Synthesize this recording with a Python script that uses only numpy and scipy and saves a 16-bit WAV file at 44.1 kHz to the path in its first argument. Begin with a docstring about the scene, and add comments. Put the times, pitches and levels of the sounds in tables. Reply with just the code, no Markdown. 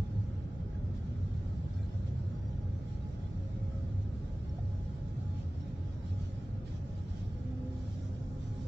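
"""First the listener hears far traffic rumble from all sides of a quiet city quay lawn, around a hollow drone:
shaped noise with uneven narrow-band lumps near 96 Hz. Farther machines whine and hum faintly as blurred tones; one
squeals once, one drones up near the end, and soft knocks ring as decaying modes. Leaves and grass rustle, swish and
tick in a light breeze: patchy noise, short narrow-band swells and dry blows; brief random tonal blips make the hiss
grainy. The microphone is a phone with two ports, lying on the grass."""
import sys
import numpy as np
from scipy import signal
from scipy.fft import rfft, irfft, next_fast_len
from scipy.io import wavfile
from scipy.ndimage import uniform_filter1d

SR = 44100
rng = np.random.default_rng(int(sys.argv[2]) if len(sys.argv) > 2 else 0)


def to_wav(s):
    """Save 16-bit WAV."""
    ch = np.atleast_2d(s).T  # columns
    pcm = np.round(np.clip(ch, -1, 1) * 32767)  # PCM
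    wavfile.write(sys.argv[1], SR, pcm.astype(np.int16))


N = 382347

# Far traffic rumble over time: time_s, level_db
TRAFFIC = [(0, -37.5), (1.3, -37.5), (2.2, -37.5), (3.9, -37.5), (5.4, -39.5), (6.2, -39.5), (7.2, -38.5),
           (7.8, -39.5), (8.67, -39)]
# Relative spectrum of the engine rumble: frequency_hz, density_db (per Hz)
RUMBLE = [(11, -42.5), (18, -25), (30, -15.5), (45, -8), (60, -10), (74, -5.5), (96, -10), (120, -7.5),
          (150, -12.5), (195, -14.5), (220, -20), (300, -26), (420, -33), (550, -48.5)]
# Relative spectrum of the tyre roar: frequency_hz, density_db (per Hz)
ROAR = [(150, -47), (260, -8), (439, -10.5), (538, -7), (773, -16.5), (927, -18.5), (1080, -24),
        (1250, -18.5), (1400, -20.5), (1600, -24), (2900, -37.5), (3770, -71)]
# Uneven narrow-band lumps of the low rumble near 96 Hz: time_s, centre_hz, level_db
RUMBLE_LUMPS = [(0.0, 100.5, -27.5), (0.07, 95.7, -47.5), (0.19, 99, -27.5), (0.24, 97.4, -55),
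                (0.36, 92, -40.5), (0.55, 88.8, -46.5), (0.7, 99, -36.5), (1.06, 89.73, -41.5),
                (1.21, 97.5, -32.5), (1.69, 94.8, -42), (1.74, 96.4, -30.5), (2.2, 97.36, -39),
                (2.51, 102.0, -36.5), (2.61, 91.7, -35), (2.73, 90.3, -38.5), (2.85, 104.3, -36.5),
                (3.09, 104.3, -48), (3.19, 89.95, -37), (3.55, 97.8, -39.5), (3.81, 91.3, -39.5),
                (3.96, 97.8, -33.5), (4.2, 94.7, -43.5), (4.3, 85.2, -42), (4.39, 94.66, -52),
                (4.71, 96.3, -30.5), (4.85, 93.8, -38), (5.19, 97.1, -42), (5.41, 89.2, -37),
                (5.6, 89.66, -44), (5.96, 95.4, -40), (6.23, 93.3, -36), (6.67, 104.9, -39.5),
                (6.78, 88.9, -37), (6.86, 84.6, -43.5), (6.98, 95.7, -41), (7.27, 94.36, -39),
                (7.34, 89.1, -41), (7.58, 96.7, -42.5), (7.78, 87.33, -43), (7.9, 95.3, -37),
                (8.31, 89.34, -43.5), (8.4, 102.8, -48), (8.5, 105.1, -42), (8.67, 89.0, -35)]

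# Whine of a far machine: time_s, pitch_hz, level_db
WHINE = [(0, 838, -64), (.35, 838, -67), (.6, 835, -72), (1.2, 838, -74), (1.45, 844, -71), (2.3, 835, -72),
         (2.63, 832, -64), (2.8, 832, -74), (3, 839, -66), (3.4, 845, -68), (3.7, 839, -71),
         (4.25, 840, -73), (4.8, 842, -63), (5, 843, -67), (5.26, 841, -63), (5.5, 845, -70),
         (5.85, 844, -70), (6.2, 838, -67), (6.6, 838, -74), (7, 839, -68), (7.55, 842, -73),
         (7.78, 839, -66), (8, 838, -77), (8.3, 835, -69), (8.67, 833, -68)]
# Hums that swell and fade: start_s, length_s, pitch_hz, level_db
HUMS = [(.8, 1.6, 73, -46), (3.6, 1.5, 72.5, -44), (1.7, 1.1, 128.5, -43), (4, 2.2, 141, -47),
        (7.7, 1.5, 142, -49), (.7, .75, 241, -52), (3.3, 1.1, 240, -54), (4.4, 3, 241, -57),
        (4.8, 3.2, 282, -58), (3.15, 1, 540, -58.5), (3.7, 1.9, 539, -67), (0, 1.2, 531, -69),
        (1.5, 1.6, 540, -67), (5.6, 1.3, 538, -68)]
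# A motor that drones up: time_s, pitch_hz, level_db, octave_level_db
DRONE = [(7.2, 246, -60, -72), (7.42, 252, -52, -62), (7.55, 255, -46, -61), (7.66, 255.3, -43.5, -56),
         (7.76, 255, -45, -57), (7.82, 254, -53, -59), (7.95, 255, -54, -64), (8.05, 257, -52, -59),
         (8.19, 258, -49, -62), (8.3, 258, -51, -60), (8.42, 257, -54, -62), (8.58, 256.5, -48, -61),
         (8.67, 255, -50, -63)]
# Lines of the drone: multiple, relative_level_db
DRONE_ORDERS = [(1, 0), (1.5, -21)]
# Lines of the squeal: multiple, relative_level_db
SQUEAL_ORDERS = [(1, -2), (2, -1), (5, 1), (6, 1)]
# A single line without overtones: multiple, relative_level_db
PURE = [(1, 0)]
# Soft far knocks: start_s, level_db, pitch_hz, ring_t60_s
KNOCKS = [(3.72, -61, 1300, .35), (4.42, -58, 732, .12), (4.585, -43, 710, .06), (5.2, -60, 740, .2),
          (7.52, -63, 756, .26), (7.83, -70, 1190, .25)]

# Breeze in leaves and grass: time_s, level_db, left_minus_right_db, brightness_db (per octave)
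BREEZE = [(0, -70.5, 2, -3), (.7, -74, 1, -4.5), (1.5, -70, 1.5, -2), (2.7, -72, 1, -3), (3.1, -70, 0, -3),
          (4.1, -71.5, 1, -2.5), (5, -70.5, 0, -2), (5.9, -70.5, -1, -4.5), (6.3, -69, -1, -2),
          (6.55, -73, -1, -4.5), (7, -70, -1.5, -1.5), (7.5, -71.5, -1.5, -4), (8.3, -71, -1.5, 1.5),
          (8.45, -69.5, -0.5, -0.5), (8.67, -68, -1.5, 0.5)]
# Puffs that stir the leaves: peak_s, over_breeze_db, length_s
PUFFS = [(0.969, 6, .08), (1.79, 1.5, .22), (1.965, 2, .1), (2.935, 2.5, 0.16), (4.024, 3.5, .06),
         (5.395, 3.5, .12), (5.61, 3.5, 0.061), (6.085, 3, .14), (6.239, 3, 0.13), (6.674, 4, .05),
         (6.734, 7, .2), (7.177, 5, 0.28), (7.933, 4.5, .66), (8.455, 2.5, .2), (8.597, 2.5, 0.14),
         (2.078, 4.5, 0.053)]
# Relative spectrum of the rustle: frequency_hz, density_db (per Hz)
RUSTLE = [(1120, -20.5), (1900, -9.5), (2830, -7), (3220, -2), (4040, -5.5), (4650, -5), (5520, -5),
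          (6240, -8.5), (7320, -9.5), (8230, -24), (10700, -51.5), (18100, -120)]
# Range and levels of the tonal blips that make the hiss grainy: frequency_hz, relative_level_db
GRAIN = [(900, -1), (1300, 2), (2000, -4), (2800, -9), (3500, -6), (5500, -8), (7300, -13), (8000, -24)]
# Narrow swells in the hiss: start_s, length_s, pitch_hz, level_db
SWISHES = [(0.721, .04, 1630, -70), (1.826, 0.045, 4150, -74), (7.9, .06, 4900, -79),
           (1.729, 0.064, 4270, -78), (5.6, 0.043, 5490, -76), (5.9, .2, 5400, -83),
           (1.75, .11, 1602, -72.5), (1.775, .04, 1950, -78), (1.78, .08, 2380, -75),
           (2.225, .05, 4130, -78.5), (2.877, 0.096, 4227, -79), (3.002, 0.039, 3850, -78),
           (3.34, 0.048, 1267, -69), (3.5, .22, 2212, -79), (4.04, 0.13, 1289, -71.5),
           (5.6, .13, 3910, -84), (5.862, 0.044, 1365, -71), (6.02, 0.063, 3900, -74),
           (6.655, .04, 1843, -69), (6.655, .04, 3300, -77), (7.741, .2, 4020, -83), (8, .1, 5800, -75),
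           (8.389, 0.15, 5940, -77), (8.57, 0.1, 5597, -80), (8.6, 0.038, 3840, -76)]
# Dry ticks in the grass: start_s, level_db, pitch_hz, left_minus_right_db
TICKS = [(0.423, -65, 3920, 5), (1.707, -73, 3373, -1), (1.734, -63, 4940, -8), (1.831, -69, 4210, -2),
         (4.4925, -56, 5450, 5), (5.6068, -64.5, 5500, 2), (7.1713, -67, 3640, 1), (1.752, -70, 4250, -2),
         (2.003, -81, 8700, 5), (7.2, -68, 5500, -0.5), (7.255, -64, 5470, 0), (8.56, -75, 9100, -5)]
# Relative spectrum of the topmost hiss: frequency_hz, density_db (per Hz)
AIR = [(7000, -30), (8200, 3), (9200, -1), (10700, -3), (12600, 0), (15000, -1), (16500, -1)]
# Bright swells of the topmost hiss: peak_s, over_hiss_db, length_s
GLINTS = [(1.805, 6.5, .12), (2.92, 1.5, .14), (5.95, 2, .1), (6.75, 1, .2), (7.24, 5.5, .24),
          (7.92, 5, 0.084)]

# Sensitivity of the microphone ports: frequency_hz, left_minus_right_db
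PORTS = [(40, 0.4), (120, -1), (300, -2), (900, -2), (1540, -3.5), (2640, -1), (4530, -2.5), (7500, -8.5),
         (9000, 0)]

ROAR_DB, LUMP_DRIFT_HZ = -57, 1.5
WHINE_DRIFT_HZ = 2.2
DRONE_STARTS_S = 7.2
DRONE_THIRD_DB, DRONE_THIRD_S = -26, .95  # the third multiple sounds only while the motor runs up
SQUEAL_S, SQUEAL_LONG_S, SQUEAL_HZ, SQUEAL_DB = 2.3, .36, 941, -83
SQUEAL_SAG_HZ, SQUEAL_SAG_S, SQUEAL_FADE_DB = 18, .14, -2  # pitch and level drop over the last moments
SQUEAL_DIP_S, SQUEAL_DIP_LONG_S, SQUEAL_DIP_DB = 2.48, .11, -9  # it falters once
AIR_DB = -95
AIR_ALIKE = .35  # share of the other port's topmost hiss added to each port
ACROSS_S = 0.000514  # sound travels from port to port
TOP_HZ = 15740  # the phone cuts what lies above
EDGE = 8192  # spare samples that keep both ends free of clicks
SIZE = next_fast_len(N + 2 * EDGE)
HZ = np.fft.rfftfreq(SIZE, 1 / SR)
T = np.arange(N) / SR


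def undb(db):
    """Turn decibels into an amplitude factor."""
    return 10 ** (np.asarray(db) / 20)


def curves(table):
    """Columns of a table, joined by straight lines to one value per sample."""
    s, *columns = np.transpose(table)
    return [np.interp(T, s, c) for c in columns]


def walk(rate):
    """Random levels held 1 / rate s and smoothed twice; spread near 1."""
    k = int(SR / rate)
    steps = np.repeat(rng.standard_normal(N // k + 1), k)
    return 1.307 * uniform_filter1d(uniform_filter1d(steps, k), k)[:N]


def swell(start, long_s, edge):
    """Rise, hold and fall between 0 and 1; each edge takes that share of the length."""
    x = (T - start) / long_s
    return np.sin(np.pi / 2 * np.clip(np.minimum(x, 1 - x) / edge, 0, 1)) ** 2


def pan(x, pan_db, lag_s=0.):
    """Share a sound between the ports; the left one hears it lag_s later."""
    late = np.interp(T - lag_s, T, x)
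    return np.array([late * undb(pan_db / 2), x * undb(-pan_db / 2)])


def wash(colour, direct, patchy_db, size, wide, long, tilt_db=np.zeros(N)):
    """Stereo noise of rms 1 from many small sources: its level wanders in patches of time and pitch.

    A direct share arrives from the right, the rest from all sides.
    Patches are wide bins by long frames; a frame has size samples."""
    hz, db = np.transpose(colour)
    gain = undb(np.interp(np.log(HZ + 1), np.log(hz), db, left=-200, right=-200))
    left, other = rfft(rng.standard_normal((2, SIZE))) * gain

    # sound from all sides is alike at both ports only where the wave is longer than their gap
    direct = np.clip(direct, 0, 1)
    diffuse_alike = np.sinc(2 * HZ * ACROSS_S)
    direct_alike = np.exp(2j * np.pi * HZ * ACROSS_S)
    alike = (1 - direct) * diffuse_alike + direct * direct_alike
    right = alike * left + np.sqrt(1 - np.abs(alike) ** 2) * other
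    ports = irfft([left, right], SIZE)

    f, t, cells = signal.stft(ports, SR, nperseg=size, noverlap=size * 3 // 4)
    patches = rng.standard_normal(cells.shape[1:])
    for _ in range(2):
        patches = uniform_filter1d(uniform_filter1d(patches, wide, axis=0), long, axis=1)
    octaves = np.log2((f[:, None] + 1) / np.sqrt(hz[1] * hz[-2]))
    brightness_db = np.interp(t, T, tilt_db) * np.clip(octaves, -2, 2)
    cells = cells * undb(patchy_db * patches / patches.std() + brightness_db)
    out = signal.istft(cells, SR, nperseg=size, noverlap=size * 3 // 4)[1][:, :N]
    return out / np.sqrt(np.mean(out ** 2))


def tone(hz, db, orders, rough, blur_hz):
    """A tone and its multiples; scattered copies with wandering phase blur each line."""
    phase = 2 * np.pi * np.cumsum(hz * np.ones(N)) / SR
    rough = np.clip(rough, 0, 1)
    lines = np.zeros(N)
    for k, order_db in orders:
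        steady = np.sqrt(2 - 2 * rough) * np.sin(k * phase)
        scattered = walk(blur_hz) * np.sin(k * phase) + walk(blur_hz) * np.cos(k * phase)
        lines += undb(order_db) * (steady + np.sqrt(rough) * scattered)
    return undb(db) * lines


def ring(s, db, hz, t60, rough):
    """One blow: a short rise, then a mode, roughened by noise, dies away."""
    t = np.clip(T - s, 0, None)
    shape = (1 - np.exp(-t / .0015)) * np.exp(-np.log(1000) * t / t60)
    return undb(db) * shape * np.sin(2 * np.pi * hz * t) * (1 + rough * walk(hz / 4))


def rumble_lumps():
    """Uneven narrow-band lumps of the low rumble: one blurred line whose centre and level wander."""
    hz, db = curves(RUMBLE_LUMPS)
    return tone(hz + LUMP_DRIFT_HZ * walk(3.), db, PURE, rough=.4, blur_hz=32.)


def traffic():
    """Far off on all sides, engines rumble unevenly below and tyres roar above."""
    rumble = undb(*curves(TRAFFIC)) * wash(RUMBLE, direct=.03, patchy_db=.4, size=4096, wide=1, long=8)
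    roar = wash(ROAR, direct=.1, patchy_db=2.2, size=2048, wide=2, long=4)
    return rumble + roar * undb(ROAR_DB) + pan(rumble_lumps(), 0.)


def far_whine():
    """A single blurred line whose pitch drifts and whose level wavers."""
    hz, db = curves(WHINE)
    return tone(hz + WHINE_DRIFT_HZ * walk(4.), db, PURE, rough=.45, blur_hz=24.)


def far_hums():
    """Single blurred lines that each swell and fade."""
    return sum(swell(s, long_s, edge=.4) * tone(hz, db, PURE, rough=.3, blur_hz=22.)
               for s, long_s, hz, db in HUMS)


def motor_drone():
    """A motor's lines on a shared pitch; the octave has its own level, the third multiple fades early."""
    hz, db, octave_db = curves(DRONE)
    lines = tone(hz, db, DRONE_ORDERS, rough=.2, blur_hz=30.)
    octave = tone(hz, octave_db, [(2, 0)], rough=.3, blur_hz=25.)
    third = tone(hz, db, [(3, DRONE_THIRD_DB)], rough=.4, blur_hz=16.)
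    running = swell(DRONE_STARTS_S, 3, edge=.03)
    run_up = swell(DRONE_STARTS_S, DRONE_THIRD_S, edge=0.15)
    return running * (lines + octave) + run_up * third


def squeal():
    """A rough tone with strong multiples that falters once and sags in pitch and level as it ends."""
    sag = np.clip((T - SQUEAL_S - SQUEAL_LONG_S) / SQUEAL_SAG_S + 1, 0, 1) ** 2
    dip_db = SQUEAL_DIP_DB * swell(SQUEAL_DIP_S, SQUEAL_DIP_LONG_S, edge=.4)
    db = SQUEAL_DB + SQUEAL_FADE_DB * np.sqrt(sag) + dip_db
    hz = SQUEAL_HZ - SQUEAL_SAG_HZ * sag
    return swell(SQUEAL_S, SQUEAL_LONG_S, edge=0.14) * tone(hz, db, SQUEAL_ORDERS, rough=.4, blur_hz=80.)


def far_knocks():
    """Soft blows, each ringing in one mode."""
    return sum(ring(s, db, hz, t60, rough=.4) for s, db, hz, t60 in KNOCKS)


def machines():
    """The whine reaches the right port first, the squeal leans left, the others sit in the middle."""
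    middle = far_hums() + motor_drone() + far_knocks()
    return pan(far_whine(), -2., ACROSS_S / 2) + pan(middle, 0.) + pan(squeal(), 4.)


def wind_on_ports():
    """The wind barely stirs the ports: slow noise, separate in each, without the lowest pressure swings."""
    wind = undb(-56) * np.array([walk(200.), walk(200.)])
    return signal.sosfilt(signal.butter(2, 22, "high", fs=SR, output="sos"), wind)


def topmost_hiss(follow_db):
    """The thinnest hiss on top follows the puffs a little and reaches both ports partly alike."""
    top = wash(AIR, direct=0, patchy_db=2.5, size=512, wide=30, long=14)
    top = top + AIR_ALIKE * top[::-1]
    glints_db = sum(over_db * swell(s - long_s / 2, long_s, edge=.4) for s, over_db, long_s in GLINTS)
    return undb(AIR_DB + glints_db + .15 * follow_db) * top


def hiss_grains(level_db, count, spread_db, long_s):
    """Brief random tonal blips that make the hiss grainy, each with its own lag between the ports."""
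    at, pitch, size, side, length = rng.random((count, 5)).T
    table_hz, table_db = np.transpose(GRAIN)
    hz = table_hz[0] + (table_hz[-1] - table_hz[0]) * pitch ** 1.4
    db = np.interp(hz, table_hz, table_db)
    start, t = (at * N).astype(int), np.arange(3500) / SR
    gain = undb(db + level_db[start] - spread_db * np.log(.08 + size))
    shape = np.sin(np.pi * np.clip(t / (long_s * (0.47 + length[:, None])), 0, 1)) ** 2
    out = np.zeros((2, N + len(t)))
    # the left port lags, or leads where the lag is negative
    for port, lag_s in enumerate((ACROSS_S * (0.95 * side - .4), 0 * side)):
        blips = gain[:, None] * shape * np.sin(2 * np.pi * hz[:, None] * (t - lag_s[:, None]))
        for i, blip in zip(start, blips):
            out[port, i:i + len(t)] += blip
    return out[:, :N]


def grass_swishes():
    """Narrow-band swells: tones so blurred that little steady pitch remains."""
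    return sum(swell(s, long_s, edge=0.18) * tone(hz, db, PURE, rough=.9, blur_hz=hz / 12)
               for s, long_s, hz, db in SWISHES)


def grass_ticks():
    """Single blades tick: rough blows that die away within a few hundredths of a second."""
    return sum(pan(ring(s, db, hz, t60=.035, rough=.45), pan_db) for s, db, hz, pan_db in TICKS)


def grainy_hiss(db, puffs_db, pan_db, tilt_db):
    """Leaves hiss as patchy noise, with tonal grain mixed in; puffs lift all bands together."""
    leaves = wash(RUSTLE, direct=.3, patchy_db=3., size=1024, wide=2, long=6, tilt_db=tilt_db)
    # the grain stands out less from the hiss when the breeze is stronger
    grain_db = -8.5 - .3 * (db - db.mean())
    grainy = leaves + hiss_grains(grain_db, count=2000, spread_db=3.2, long_s=.055)
    return grainy * undb(puffs_db + np.array([pan_db, -pan_db]) / 2)


def breeze():
    """A light breeze with puffs drives the leaf hiss and, a little, the topmost hiss; grass stirs close by."""
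    db, pan_db, tilt_db = curves(BREEZE)
    db = db + sum(over_db * swell(s - long_s / 2, long_s, edge=0.43) for s, over_db, long_s in PUFFS)
    puffs_db = db + .6 * walk(25.)  # small quick unsteadiness
    hiss = grainy_hiss(db, puffs_db, pan_db, tilt_db)
    air = topmost_hiss(puffs_db - db.mean())
    return wind_on_ports() + air + pan(grass_swishes(), 1.) + grass_ticks() + hiss


def scene():
    """Far traffic, faint machines and the breeze on the lawn, as they reach the two ports."""
    return traffic() + machines() + breeze()


def record(dry):
    """The right port is more sensitive over most of the range, above all near 7.5 kHz; a steep filter cuts the top."""
    hz, db = np.transpose(PORTS)
    lean_db = np.interp(np.log(HZ + 1), np.log(hz), db) / 2
    longer = np.pad(dry, [(0, 0), (EDGE, SIZE - N - EDGE)], "reflect", reflect_type="odd")
    heard = irfft(rfft(longer) * undb([lean_db, -lean_db]), SIZE)
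    top_cut = signal.ellip(14, .2, 70, TOP_HZ, fs=SR, output="sos")
    return signal.sosfilt(top_cut, heard)[:, EDGE:EDGE + N]


dry = scene()
out = record(dry)
to_wav(out)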